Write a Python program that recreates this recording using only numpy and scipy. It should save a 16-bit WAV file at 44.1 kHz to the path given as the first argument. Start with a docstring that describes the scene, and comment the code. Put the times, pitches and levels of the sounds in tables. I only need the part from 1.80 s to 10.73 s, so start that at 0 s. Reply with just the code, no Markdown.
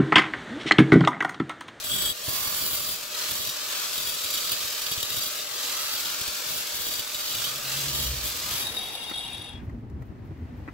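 """Angle grinder cutting a brick

Outdoors, a grinder's fan roars and grit rasps, while friction and impacts excite the modes of the
steel disc and shake the brick. Switched off and laid down, the tool coasts: its unloaded gears rattle
and its disc sings. Traffic rumbles by, and the cut bricks knock together."""
import sys
import numpy as np
from scipy import signal
from scipy.fft import rfft, irfft, next_fast_len
from scipy.io import wavfile
from scipy.ndimage import map_coordinates

SR = 44100
rng = np.random.default_rng(int(sys.argv[2]) if len(sys.argv) > 2 else 0)


def generate_wav(signal):
    """Clip the signal to [-1, 1] and save it as 16-bit WAV at the path in sys.argv[1]."""
    frames = np.transpose(np.atleast_2d(signal))
    scaled = np.clip(frames, -1, 1) * 32767
    pcm = np.round(scaled).astype(np.int16)
    wavfile.write(sys.argv[1], SR, pcm)


N = 393813
T = np.arange(N) / SR
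FFT_SIZE = next_fast_len(N + SR // 4, True)
HZ = np.fft.rfftfreq(FFT_SIZE, 1 / SR)

FLAT_FROM_S, FLAT_TO_S = 0.45, 1.3  # the disc's face lies on the brick
OFF_FROM_S, OFF_TO_S = 6.66, 7.01  # the motor is cut
COAST_FROM_S = 6.7  # the gears run unloaded
DROP_FROM_S, DROP_TO_S = 6.78, 6.9  # the rush of air and dust drops quickly
FADE_FROM_S, FADE_TO_S = 7.61, 7.83  # the rush dies away

# Levels in the tables are relative; each source adds its own gain.
# Stereo image of the noise: frequency_hz, side_minus_mid_db
STEREO_WIDTH = [(40, -8), (90, -12), (170, -10.5), (330, -11.5), (700, -1.5), (1300, 0.5), (2400, -5),
                (4400, -0.5), (8000, -0.5)]
# Its balance: frequency_hz, left_minus_right_db
STEREO_LEAN = [(60, 3.5), (150, 1), (350, 0), (700, -4), (1290, 3), (2380, 2.5), (4400, 0), (8120, 1.5),
               (11000, 2.5), (15000, -2.5)]

# Spectra of street rumble and town hiss: frequency_hz, density_db
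RUMBLE_SPECTRUM = [(20, -32), (45, -3), (75, 2), (125, -0.5), (170, -7.5), (250, -6), (380, -12.5),
                   (520, -24.5), (1200, -32), (4000, -68)]
TOWN_SPECTRUM = [(400, -1), (800, -3.5), (1300, -11.5), (1900, -6.5), (3200, -17), (6000, -25.5),
                 (10000, -34.5), (15500, -30.5)]
# Their envelopes: time_s, level_db
RUMBLE_LEVELS = [(6.5, -50.5), (6.8, -41.5), (7.05, -53.5), (7.5, -48.5), (7.88, -36), (8.22, -38.5),
                 (8.27, -40.5), (8.48, -37.5), (8.9, -40)]
TOWN_LEVELS = [(7.85, -56), (8.05, -61.5), (8.9, -54)]
# Brief, low pitched swells: peak_s, pitch_hz, level_db
LOW_SWELLS = [(7.82, 255, -42), (7.82, 65, -37), (7.87, 122, -36), (7.94, 66, -38), (7.97, 232, -36.5),
              (8.0, 112, -37), (8.16, 70, -34), (8.2, 122, -37.5), (8.5, 96, -37), (8.61, 258, -40),
              (8.63, 76, -31), (8.73, 255, -38), (8.81, 62, -39)]
# Firing rate of a passing engine: time_s, firing_hz
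FIRING_RATE = [(5.5, 60), (6.0, 71), (6.2, 67.9), (6.33, 63), (6.9, 58)]
# Its harmonics: multiple, peak_s, level_db, rise_db_per_s, fall_db_per_s
ENGINE_ORDERS = [(1, 6.31, -31, 71, 80), (2, 6.226, -35, 26.5, 59)]

# Modes of a brick: pitch_hz, width_hz, level_db
BRICK_MODES = [(285, 87, 7.5), (634, 200, 1), (1040, 120, -1), (1320, 140, 5), (1940, 166, 4.5),
               (2460, 222, -5)]
# Brick striking brick: start_s, clack_db, tick_db
KNOCKS = [(7.295, -39, -40), (7.312, -35.5, -48), (7.895, -50, -65), (8.098, -69, -65), (8.221, -52, -62),
          (8.876, -40.5, -70), (8.884, -41, -70)]
# Fingers and stone brushing the cut faces: start_s, length_s, level_db
SCRAPES = [(7.825, .05, -70), (7.93, .03, -73), (7.975, .045, -76), (8.202, .04, -70), (8.24, 0.051, -72),
           (8.435, .055, -72), (8.557, .08, -77), (8.755, 0.05, -69)]
# Spectra of a dry scrape and of the brick's thud: frequency_hz, density_db
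SCRAPE_SPECTRUM = [(2000, -9), (7000, -8), (9500, -9), (12000, 0), (15500, 2)]
THUD_SPECTRUM = [(20, -31), (45, -3), (80, 1.5), (170, -1), (330, -5.5), (700, -19.5), (2000, -72)]

# Modes of the gear head: pitch_hz, width_hz, level_db
GEAR_MODES = [(757, 120, -13), (2800, 160, -15), (3714, 130, 1.5), (4770, 76, -15), (7960, 200, -14),
              (10200, 260, -10.5), (10680, 330, -10)]
# Its clanks: start_s, level_db
CLANKS = [(6.8683, -30.5), (6.9665, -28.5), (7.033, -37), (7.104, -39), (7.151, -31), (7.3452, -38),
          (7.357, -45), (7.5457, -34.5)]
# Envelope of its rattle: time_s, level_db
RATTLE_LEVELS = [(6.7, -49), (6.95, -43), (7.18, -41.5), (7.36, -40.5), (7.6, -44.5), (7.7, -47),
                 (7.76, -64), (7.84, -80)]
# Falling whir of the coasting tool: time_s, pitch_hz, level_db
WHIR_GLIDE = [(7.17, 5700, -70), (7.24, 5200, -52), (7.3, 4700, -47), (7.36, 4200, -48), (7.42, 3450, -51),
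              (7.47, 2930, -48), (7.53, 2550, -49), (7.65, 1950, -70)]
# Tones of the coasting disc: pitch_hz, fall_hz_per_s, wander_hz
FREE_TONES = [(2870, 95, 49), (3330, 1.7, 13.3), (3800, 160, 23)]
# Their envelopes: time_s, low_tone_db, middle_tone_db, high_tone_db
FREE_TONE_LEVELS = [(6.7, -62, -63, -55), (6.87, -60, -50, -40), (6.94, -66, -58, -47),
                    (6.98, -60, -50, -38), (7.05, -59, -44, -46), (7.17, -46, -48, -46),
                    (7.27, -45, -45, -45), (7.31, -49, -51, -39), (7.36, -53, -38, -40),
                    (7.43, -45, -44, -45.5), (7.6, -56, -49.5, -50), (7.7, -51.5, -50, -47),
                    (7.78, -66, -50, -61), (7.85, -90, -85, -87)]

# Hollow air resonance, shifting as the tool is turned: time_s, pitch_hz, level_db
GROWL_GLIDE = [(.44, 1150, -70), (.52, 1150, -44), (.95, 1127, -49), (1.25, 1220, -58), (1.38, 1265, -49),
               (1.7, 1220, -57), (1.92, 1225, -47.5), (2.25, 1280, -58), (2.6, 1284, -47), (3.6, 1252, -62),
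               (3.95, 1228, -44.5), (4.25, 1400, -46.5), (4.6, 1350, -56), (5.3, 1280, -57),
               (6.0, 1228, -51), (6.75, 1250, -60)]
# Lines of the motor's whine: pitch_hz, width_hz, level_db
MOTOR_LINES = [(477.3, 13, -61), (601.7, 46, -54), (1185, 59, -56.5)]
# Spectra of grinding, of coasting and of a chip's crunch: frequency_hz, density_db
GRIND_SPECTRUM = [(60, -19.5), (250, -14), (420, -12), (770, -9.5), (1000, -5.5), (1250, -3), (1950, -6),
                  (2600, -2), (4200, 0.5), (6300, -3), (7800, -3.5), (9200, -11), (11500, -6),
                  (15700, -6.5)]
COAST_SPECTRUM = [(60, -15), (250, -9), (560, -12), (820, -3.5), (1200, -11), (1900, -12.5), (2600, 0.5),
                  (3700, 0), (5000, 0), (7000, -8.5), (9400, -11), (10400, -4), (12000, -6), (15700, -11)]
CRUNCH_SPECTRUM = [(100, -5.5), (1900, -12.5), (3000, -4.5), (4200, -5), (6000, -15.5), (9500, -5.5),
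                   (12000, -3.5), (15700, -5)]
# The tool swings nearer and turns away: time_s, roar_db, rasp_db, left_minus_right_db
TOOL_MOTION = [(0.0, -48, -44.5, 2.5), (0.26, -42, -43, -5), (0.34, -51, -46.5, 0.5),
               (0.56, -41.5, -39.5, -4), (1.3, -48, -44.5, 1.5), (1.4, -39.5, -38, 0),
               (1.6, -46, -41.5, -1), (1.88, -43.5, -41, 0), (1.92, -41, -38.5, 0.0),
               (2.03, -41.5, -38, 0.5), (2.25, -46, -42, 1), (2.61, -44, -39, -1.5),
               (3.53, -44.5, -41, 0.5), (3.61, -45.5, -39.5, 0), (3.66, -46, -43, 2.5),
               (3.85, -41.5, -38, -1), (4.7, -44, -40.5, 1), (5.31, -46, -42.5, -0.5), (5.5, -44, -40, 0),
               (5.65, -43.5, -40, -2), (5.82, -43.5, -42.5, -0.5), (5.93, -41.5, -37, -0.5),
               (6.09, -44, -38.5, -1), (6.33, -46, -41, -1.5), (6.6, -44, -41, -0.5),
               (6.75, -40.5, -38.5, 1)]
# Decay of roar, rasp and fizz, a row each: drop_db, sag_db_per_s, fade_exponent
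WIND_DOWN = [(-2, 8.5, 0.33), (-7.5, 15.5, 0.79), (-7.5, 23, 1.5)]

# Modes of the disc in three kinds of contact: pitch_hz, width_hz, first_bite_db, flat_db, rim_db
DISC_MODES = [(2914, 35, -16, -17, -9), (3077, 29, -3, -10, -9), (3313, 53, 8, -6, -3),
              (3501, 75, -2, -7, -7), (3803, 66, 1, -8, -2), (4589, 36, 1, -4, -7), (4681, 38, -4, -1, -4),
              (5788, 40, -5, -6, -8), (7158, 44, 1, -1, -4), (7317, 43, -8, -9, -12),
              (7840, 88, 1, -22, -14), (8104, 118, 1, -16, -20), (9179, 58, -8, -10, -13),
              (9740, 118, -11, -5, -13), (10001, 41, -8, -16, -18), (10633, 34, -11, -20, -14),
              (10959, 39, -3, -12, -17), (11433, 39, -7, -10, -15), (11909, 75, -9, -10, -12),
              (12689, 41, -6, -16, -10), (13047, 118, -4, -8, -7), (13307, 118, -4, -6, -7),
              (14140, 53, -6, -3, -9), (14515, 118, -9, -12, -8), (15369, 48, -10, -6, -14),
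              (15557, 68, -2, 2, -5)]
# Resonances of the first screech and of the skipping rim: pitch_hz, width_hz, level_db
SCREECH_BANDS = [(3330, 200, 0), (7950, 500, -3.5)]
PING_MODES = [(4680, 25, 0), (5788, 30, -9), (7160, 45, -5)]
# Spells of skipping: start_s, length_s, level_db
SKIPS = [(2.1, 0.3, -46), (2.44, 0.35, -42), (3.36, 0.12, -39), (4.98, 0.22, -40.5)]
# The disc is pressed into the brick: start_s, end_s, ring_db, dust_db, shake_db
CUTS = [(0.03, 0.17, -37, -36, -50), (0.103, 0.337, -32.5, -34.5, -49), (0.423, 0.52, -44, -38, -64),
        (0.48, .77, -37.5, -33, -54), (0.752, 1.02, -35.5, -33, -53.5), (.99, 1.157, -35.5, -36, -52.5),
        (1.11, 1.187, -39.5, -42, -64), (1.475, 1.722, -38.5, -39, -56), (2.123, 2.378, -37, -39, -60),
        (2.414, 2.776, -38, -52, -62), (2.79, 2.894, -44, -42, -54), (3.304, 3.416, -37, -38, -51),
        (3.4, 3.506, -39, -39, -64), (4.113, 4.344, -39, -42, -63), (4.657, 4.829, -40, -38, -54.5),
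        (4.924, 5.22, -38, -39, -55.5), (5.362, 5.718, -37.5, -56, -60.5), (6.12, 6.301, -35, -40, -54),
        (6.43, 6.515, -39, -34, -52), (6.698, 6.843, -41, -37, -60)]
# The rim catches hard and jolts the brick: start_s, ring_db, crunch_db, thud_db
CATCHES = [(0.039, -30.5, -49, -57), (0.134, -26.5, -35.5, -60), (0.159, -32, -38, -60),
           (0.183, -26, -34, -54.5), (.222, -42, -27, -56), (0.258, -23, -33, -46), (0.48, -37, -34, -32.5),
           (.672, -39, -36, -49), (0.809, -30, -57, -43), (.835, -34, -37, -40), (0.931, -31, -28, -53),
           (1.51, -32, -29, -46), (1.597, -33, -42, -45), (1.664, -37, -46, -48), (1.691, -24, -36, -58),
           (2.178, -30, -29, -47), (2.272, -34, -29, -48), (2.34, -30, -38, -57),
           (2.445, -36.5, -32.5, -52), (2.5389, -22, -27, -45), (2.573, -24, -41, -60),
           (2.693, -26.5, -32, -63), (2.718, -25, -27, -45), (2.73, -31, -36, -50), (3.018, -30, -36, -61),
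           (3.0647, -26, -33, -55), (3.113, -26, -30, -45), (3.1188, -23.5, -34, -47),
           (3.1752, -27, -40, -41), (3.203, -28, -42, -59), (3.228, -24.5, -25.5, -42),
           (3.302, -27.5, -29, -50), (3.367, -28, -29, -47), (3.4306, -29, -39, -62),
           (3.4587, -32, -37, -60), (4.412, -45, -31, -44), (4.477, -30, -28.5, -40), (5.01, -33, -43, -59),
           (5.086, -32, -35, -53), (5.138, -30, -29, -55), (5.193, -26, -27, -43.5), (5.345, -25, -34, -50),
           (5.549, -28, -39, -50), (5.582, -32, -45, -62), (5.64, -24.5, -40, -60), (5.65, -26, -37, -67),
           (5.693, -29, -46, -62), (5.758, -30, -44, -58), (5.966, -35, -40, -60), (6.1483, -29, -33, -39),
           (6.454, -34, -40, -46)]


def amp(db):
    """Amplitude ratio of a level in decibels."""
    return np.exp(np.asarray(db) * (np.log(10) / 20))


def unit_rms(x):
    """Normalisation: the mean of the channels gets rms 1."""
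    return x / np.sqrt(np.mean(np.atleast_2d(x).mean(0) ** 2) + 1e-20)


def spectrum_db(points):
    """A spectrum interpolated in log frequency at every FFT bin."""
    hz, db = np.transpose(points)
    return np.interp(np.log(HZ + 1), np.log(hz + 1), db)


def curves(rows):
    """Linear interpolation in time of each column after the first."""
    times, *columns = np.transpose(rows)
    return [np.interp(T, times, column) for column in columns]


def ramp(start, end):
    """Linear rise from 0 to 1, lasting at least 10 ms."""
    return np.clip((T - start) / max(end - start, .01), 0, 1)


def held(start, end, rise, fall):
    """Trapezoidal envelope from start to end."""
    return ramp(start, start + rise) * (1 - ramp(end - fall, end))


def drift(cutoff_hz):
    """Low-pass random fluctuation of rms 1."""
    size = 2 ** 15 if cutoff_hz > 200 else 2 ** 12
    hz = np.arange(size // 2 + 1) * SR / N
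    slow = irfft(rfft(rng.standard_normal(size)) / (1 + (hz / cutoff_hz) ** 4))
    return unit_rms(np.interp(T, np.linspace(0, T[-1], size), slow))


def bursts(rows, rise_s, fall_s):
    """Envelope of impacts (start_s, level_db) with exponential rise and decay."""
    out, t = np.zeros(N), np.arange(SR // 4) / SR
    shape = (1 - np.exp(-t / rise_s)) * np.exp(-t / fall_s)
    for start, db in rows:
        part = out[round(start * SR):][:len(t)]
        part += amp(db) * shape[:len(part)] / shape.max()
    return out


def random_impacts(per_s, fall_s):
    """Shot-noise envelope of rms 1: Poisson impacts of random size, each decaying exponentially."""
    hits = (rng.random(N) < per_s / SR) * rng.uniform(0.27, 1, N)
    return unit_rms(signal.lfilter([1], [1, -np.exp(-1 / (fall_s * SR))], hits))


def noise(gain, side_db=0.):
    """Partly coherent stereo noise with a given amplitude spectrum; side_db widens it."""
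    mid, side = rng.standard_normal((2, 2 * len(HZ))).astype(np.float32).view(np.complex64)
    side = side * amp(spectrum_db(STEREO_WIDTH) + side_db)
    lean = amp(spectrum_db(STEREO_LEAN) / 2)
    channels = np.array([(mid + side) * (gain * lean), (mid - side) * (gain / lean)], np.complex64)
    return unit_rms(irfft(channels, FFT_SIZE)[:, :N])


def coloured_noise(points, side_db=0.):
    """Stereo noise filtered to a tabulated spectrum."""
    return noise(amp(spectrum_db(points)), side_db)


def narrowband_noise(hz, width_hz):
    """Random quadrature modulation spreads a moving pitch into a stereo band of noise."""
    phase = 2 * np.pi * np.cumsum(hz) / SR
    left, right, shared = (drift(width_hz / 2) * np.cos(phase) + drift(width_hz / 2) * np.sin(phase)
                           for _ in range(3))
    return unit_rms(np.array([left, right]) + shared)


def modal_response(modes, skirt=0.66):
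    """Superposition of resonances of alternating sign; a second pole steepens their skirts."""
    grid, response = np.arange(0, SR / 2, 2), 0
    for k, (hz, width, db) in enumerate(modes):
        peak = (-1) ** k * amp(db) / np.sqrt(width)
        detuning = (grid - hz) / width
        response = response + peak / (1 + 2j * detuning) / (1 + 1j * skirt * detuning)
    return np.interp(HZ, grid, response)


def cut_gains(press_s=0.016, lift_s=0.027):
    """Incoherent addition: gains of ring, dust and shake, summed in power over the cuts."""
    power = sum(np.outer(amp(levels) ** 2, held(start, end, press_s, lift_s) ** 2)
                for start, end, *levels in CUTS)
    return np.sqrt(power)


def street(rumble_db=-3., uneven_db=2., swell_s=.032):
    """Amplitude modulation: a low, uneven rumble with brief pitched swells, over the town's hiss."""
    level_db = curves(RUMBLE_LEVELS)[0] + rumble_db + uneven_db * drift(27)
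    rumble = amp(level_db) * coloured_noise(RUMBLE_SPECTRUM) * ramp(5.93, 5.94)
    swells = 0
    for peak_s, hz, db in LOW_SWELLS:
        envelope = np.exp(-np.minimum(((T - peak_s) / swell_s) ** 2, 20))
        phase = 2 * np.pi * np.cumsum(hz * (1 + .05 * drift(20))) / SR
        swells = swells + amp(db) * envelope * np.sin(phase)
    hiss = amp(curves(TOWN_LEVELS)[0]) * coloured_noise(TOWN_SPECTRUM)
    return rumble + swells + hiss


def passing_engine(waver_db=3.5, exhaust_db=-10.5):
    """Periodic firing radiates two harmonics; exhaust noise swells and fades with the upper one."""
    phase = 2 * np.pi * np.cumsum(curves(FIRING_RATE)[0] * (1 + 0.044 * drift(23.1))) / SR
    tones = 0
    for multiple, peak_s, db, rise, fall in ENGINE_ORDERS:
        swell = amp(db - np.maximum(rise * (peak_s - T), fall * (T - peak_s))) * ramp(5.5, 5.51)
        tones = tones + swell * amp(waver_db * drift(22)) * np.sin(multiple * phase)
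    return tones + amp(exhaust_db) * swell * noise(modal_response([(237, 210, 0)]))


def handled_bricks(grain_db=2.5):
    """Impacts excite heavily damped modes, a dull clack with a gritty tick; friction adds scrapes."""
    clacks = bursts([(s, db) for s, db, _ in KNOCKS], rise_s=0.0018, fall_s=0.0074)
    ticks = bursts([(s, db) for s, _, db in KNOCKS], rise_s=0.00086, fall_s=0.0069)
    strokes = sum(amp(db) * held(s, s + length, .018, .018) for s, length, db in SCRAPES)
    scrapes = strokes * amp(grain_db * drift(300)) * coloured_noise(SCRAPE_SPECTRUM)
    return clacks * noise(modal_response(BRICK_MODES)) + ticks * coloured_noise(GRIND_SPECTRUM) + scrapes


def shaken_brick(idle_db=-74., uneven_db=2., thud_db=-4.5, rock_db=-1., rock_s=0.0055):
    """Forced vibration: cutting shakes the brick on its block, and each catch rocks it with a thud."""
    shake = (cut_gains()[2] + amp(idle_db)) * amp(uneven_db * drift(25))
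    jolts = amp(thud_db) * bursts([(s, db) for s, _, _, db in CATCHES], rise_s=0.0081, fall_s=0.0062)
    rocking, t = np.zeros(N), np.arange(SR // 10) / SR
    pulse = t / rock_s * np.exp(1 - t / rock_s)
    for start, _, _, db in CATCHES:
        hz = 88 * rng.uniform(0.57, 1.39)
        rocking[round(start * SR):][:len(t)] += amp(db + rock_db) * pulse * np.sin(2 * np.pi * hz * t)
    return coloured_noise(THUD_SPECTRUM, side_db=12.) * (shake + jolts) + rocking


def gear_rattle(shaft_hz=474.5, slowing_hz_per_s=155, slap_turns=0.2):
    """Backlash: unloaded teeth slap once a turn of the slowing shaft and ring the gear head's modes."""
    speed_hz = shaft_hz - slowing_hz_per_s * np.maximum(T - COAST_FROM_S, 0)
    turns = np.cumsum(speed_hz * (1 + .012 * drift(120))) / SR
    slaps = np.exp(-(turns % 1) / slap_turns) * (1 + 0.75 * random_impacts(40.5, fall_s=0.0062))
    force = slaps * noise(np.ones(len(HZ)))
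    gear_head = modal_response(GEAR_MODES)
    ring = unit_rms(irfft(rfft(force, FFT_SIZE) * gear_head, FFT_SIZE)[:, :N])
    rattle = amp(curves(RATTLE_LEVELS)[0]) * ring * held(COAST_FROM_S, 7.86, .05, .05)
    return rattle + noise(gear_head) * bursts(CLANKS, rise_s=0.00067, fall_s=0.0045)


def coasting_whir(whir_db=-5.5, width_hz=120., lower_ratio=.93, lower_db=-2.):
    """Two narrow bands of noise glide steeply down as the grinder coasts and is swung down."""
    hz, db = curves(WHIR_GLIDE)
    pair = narrowband_noise(hz, width_hz) + amp(lower_db) * narrowband_noise(hz * lower_ratio, width_hz)
    return amp(db + whir_db) * pair * held(WHIR_GLIDE[0][0], WHIR_GLIDE[-1][0], .02, .02)


def singing_disc(tone_db=-1., rough_db=3.5, lean_db=6.5, spread_rad=0.78):
    """Free vibration: the coasting disc rings in three wavering tones, the outer two sliding down."""
    out, coasted_s = 0, np.maximum(T - COAST_FROM_S, 0)
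    for (hz, fall, wander), db in zip(FREE_TONES, curves(FREE_TONE_LEVELS)):
        phase = 2 * np.pi * np.cumsum(hz - fall * coasted_s + wander * drift(114)) / SR
        gain = amp(db + tone_db + rough_db * drift(50))
        out = out + gain * np.sin(phase + np.outer([.5, -.5], spread_rad * drift(9)))
    return np.sqrt(2) * out * amp(np.outer([.5, -.5], lean_db)) * held(COAST_FROM_S, 7.88, .05, .05)


def air_growl(growl_db=-1.5, width_hz=220.):
    """The rush of air excites one hollow resonance while the motor runs."""
    hz, db = curves(GROWL_GLIDE)
    return amp(db + growl_db) * narrowband_noise(hz, width_hz) * (1 - ramp(OFF_FROM_S, OFF_TO_S))


def reflections(x, echo_gain=0.25, nearest_s=0.0009, farthest_s=.004, count=4):
    """Comb filtering: echoes off brick, hand and table shift the colour as the tool moves."""
    out = x.copy()
    for delay_s in np.geomspace(nearest_s, farthest_s, count):
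        for channel in range(2):
            travel_s = delay_s * (1 + 0.13 * drift(1.485))
            out[channel] += echo_gain * rng.choice([-1, 1]) * np.interp(T - travel_s, T, x[channel])
    lag_samples = 2.2 * drift(2.5)  # the tool sways, so its sound reaches one side first
    out[0] = map_coordinates(out[0], [np.arange(N) - lag_samples], order=5)
    return out / np.sqrt(1 + count * echo_gain ** 2)


def fan_and_grit(roar_db=0.3, rasp_db=6., fizz_db=5., dust_db=1., pan_share=0.85):
    """Turbulence and abrasion: fan roar, rasping grit and fizzing dust, over the motor's whine."""
    roar, rasp, pan_db = curves(TOOL_MOTION)
    off, sagged_s = ramp(OFF_FROM_S, OFF_TO_S), np.maximum(T - DROP_TO_S, 0)
    above_roar = 1 / (1 + (2200 / (HZ + 1)) ** 12)
    above_rasp = 1 / (1 + (8500 / (HZ + 1)) ** 16)
    bands = [1 - above_roar, above_roar - above_rasp, above_rasp]
    # the rim meets uneven stone (slow), and single grains snap off (fast)
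    rough_db = 0.63 * drift(60) + 0.94 * drift(900)
    levels = [roar + roar_db + rough_db / 2, rasp + rasp_db + rough_db, rasp + fizz_db + rough_db]
    dropped, fade = ramp(DROP_FROM_S, DROP_TO_S), 1 - ramp(FADE_FROM_S, FADE_TO_S)
    gains = [amp(level + drop * dropped - sag * sagged_s) * fade ** exponent
             for level, (drop, sag, exponent) in zip(levels, WIND_DOWN)]
    gains[2] = np.hypot(gains[2], amp(dust_db + rough_db) * cut_gains()[1])  # cuts throw extra dust
    rush = 0
    for band, gain in zip(bands, gains):
        driven, coasting = (noise(np.sqrt(abs(band)) * amp(spectrum_db(points)), side_db=-2.5)
                            for points in (GRIND_SPECTRUM, COAST_SPECTRUM))
        rush = rush + gain * (np.sqrt(1 - off) * driven + np.sqrt(off) * coasting)
    whine_rms = np.sqrt(sum(amp(db) ** 2 for _, _, db in MOTOR_LINES))
    whine = whine_rms * noise(modal_response(MOTOR_LINES)) * (1 - off)
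    return (reflections(rush) + whine) * amp(np.outer([.5, -.5], pan_share * pan_db))


def first_bite_screech(start_s=0.087, end_s=0.334, level_db=-36., rough_db=1.5):
    """Friction drives two broad resonances as the rim first tears at the brick's edge."""
    envelope = amp(level_db + rough_db * drift(160)) * held(start_s, end_s, 0.013, .02)
    return envelope * noise(modal_response(SCREECH_BANDS))


def struck_disc(ring_db=-4., decay_s=0.015, uneven_db=4.5, tilt_db_per_octave=-2.5, detune=.003):
    """Impulse response: each hard catch rings a new mix of the disc's modes, damped by the stone."""
    out, t = np.zeros((2, N)), np.arange(SR // 8) / SR
    hz, _, *contact_db = np.transpose(DISC_MODES)
    shape = (1 - np.exp(-t / 0.00062)) * np.exp(-t / decay_s)
    for start, db, _, _ in CATCHES:
        size, tuning, phase, spread = rng.standard_normal((4, len(hz)))
        contact = int(start >= FLAT_FROM_S) + int(start >= FLAT_TO_S)
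        gains = amp(contact_db[contact] + tilt_db_per_octave * np.log2(hz) + uneven_db * size)
        angle = 2 * np.pi * (np.outer(hz * (1 + detune * tuning), t) + phase[:, None])
        ring = np.array([gains @ np.sin(angle + side * spread[:, None]) for side in (-.5, .5)])
        out[:, round(start * SR):][:, :len(t)] += amp(db + ring_db) * unit_rms(ring) * shape / shape.max()
    return out


def cutting_disc(ring_db=1., free_db=-14.5, uneven_db=0.74, small_catch_db=-7., ping_db=1.):
    """Forced resonance: grit drives the steel disc, and the kind of contact selects which modes speak."""
    # out of the cut, the spinning disc still sings faintly along with the rasp
    free = amp(curves(TOOL_MOTION)[1] + free_db) * (1 - ramp(DROP_FROM_S, DROP_TO_S))
    force = np.hypot(cut_gains()[0], free) * amp(ring_db + uneven_db * drift(70))
    contacts = [T < FLAT_FROM_S, (T >= FLAT_FROM_S) & (T < FLAT_TO_S), T >= FLAT_TO_S]
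    ring = 0
    for k, contact in enumerate(contacts):
        # steady friction sustains the modes and sharpens them to half their width
        modes = [(hz, width / 2, levels[k]) for hz, width, *levels in DISC_MODES]
        ring = ring + contact * noise(modal_response(modes), side_db=1.5)
    # the rim catches on the stone: many small bites and a few hard ones
    small = random_impacts(45., fall_s=0.0075)
    hard = bursts([(s, db) for s, _, db, _ in CATCHES], rise_s=0.00072, fall_s=0.0037)
    crunch = (hard + amp(small_catch_db) * force * small) * coloured_noise(CRUNCH_SPECTRUM)
    skipping = sum(amp(db + ping_db) * held(s, s + length, 0.037, 0.021) for s, length, db in SKIPS)
    pings = skipping * random_impacts(59., fall_s=0.0098)
    sustained = force * (0.71 + 0.14 * small) * ring
    return crunch + sustained + struck_disc() + pings * noise(modal_response(PING_MODES))


def scene(flutter_hz=43.066, flutter_db=0.85):
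    """Superposition of the sources, with a fast, even flutter in loudness, about 43 times a second."""
    grinder = fan_and_grit() + air_growl() + cutting_disc() + first_bite_screech()
    grinder = grinder + gear_rattle() + coasting_whir() + singing_disc()
    flutter = amp(flutter_db * np.cos(2 * np.pi * flutter_hz * (T - .003)))
    return grinder * flutter + shaken_brick() + passing_engine() + street() + handled_bricks()


def record(dry, cutoff_hz=15780):
    """Band limiting: a linear-phase low-pass filter removes the highest treble."""
    taps = signal.firwin(801, cutoff_hz, window=("kaiser", 8), fs=SR)
    return signal.oaconvolve(dry, taps[None], "same")


dry = scene()
out = record(dry)
generate_wav(out)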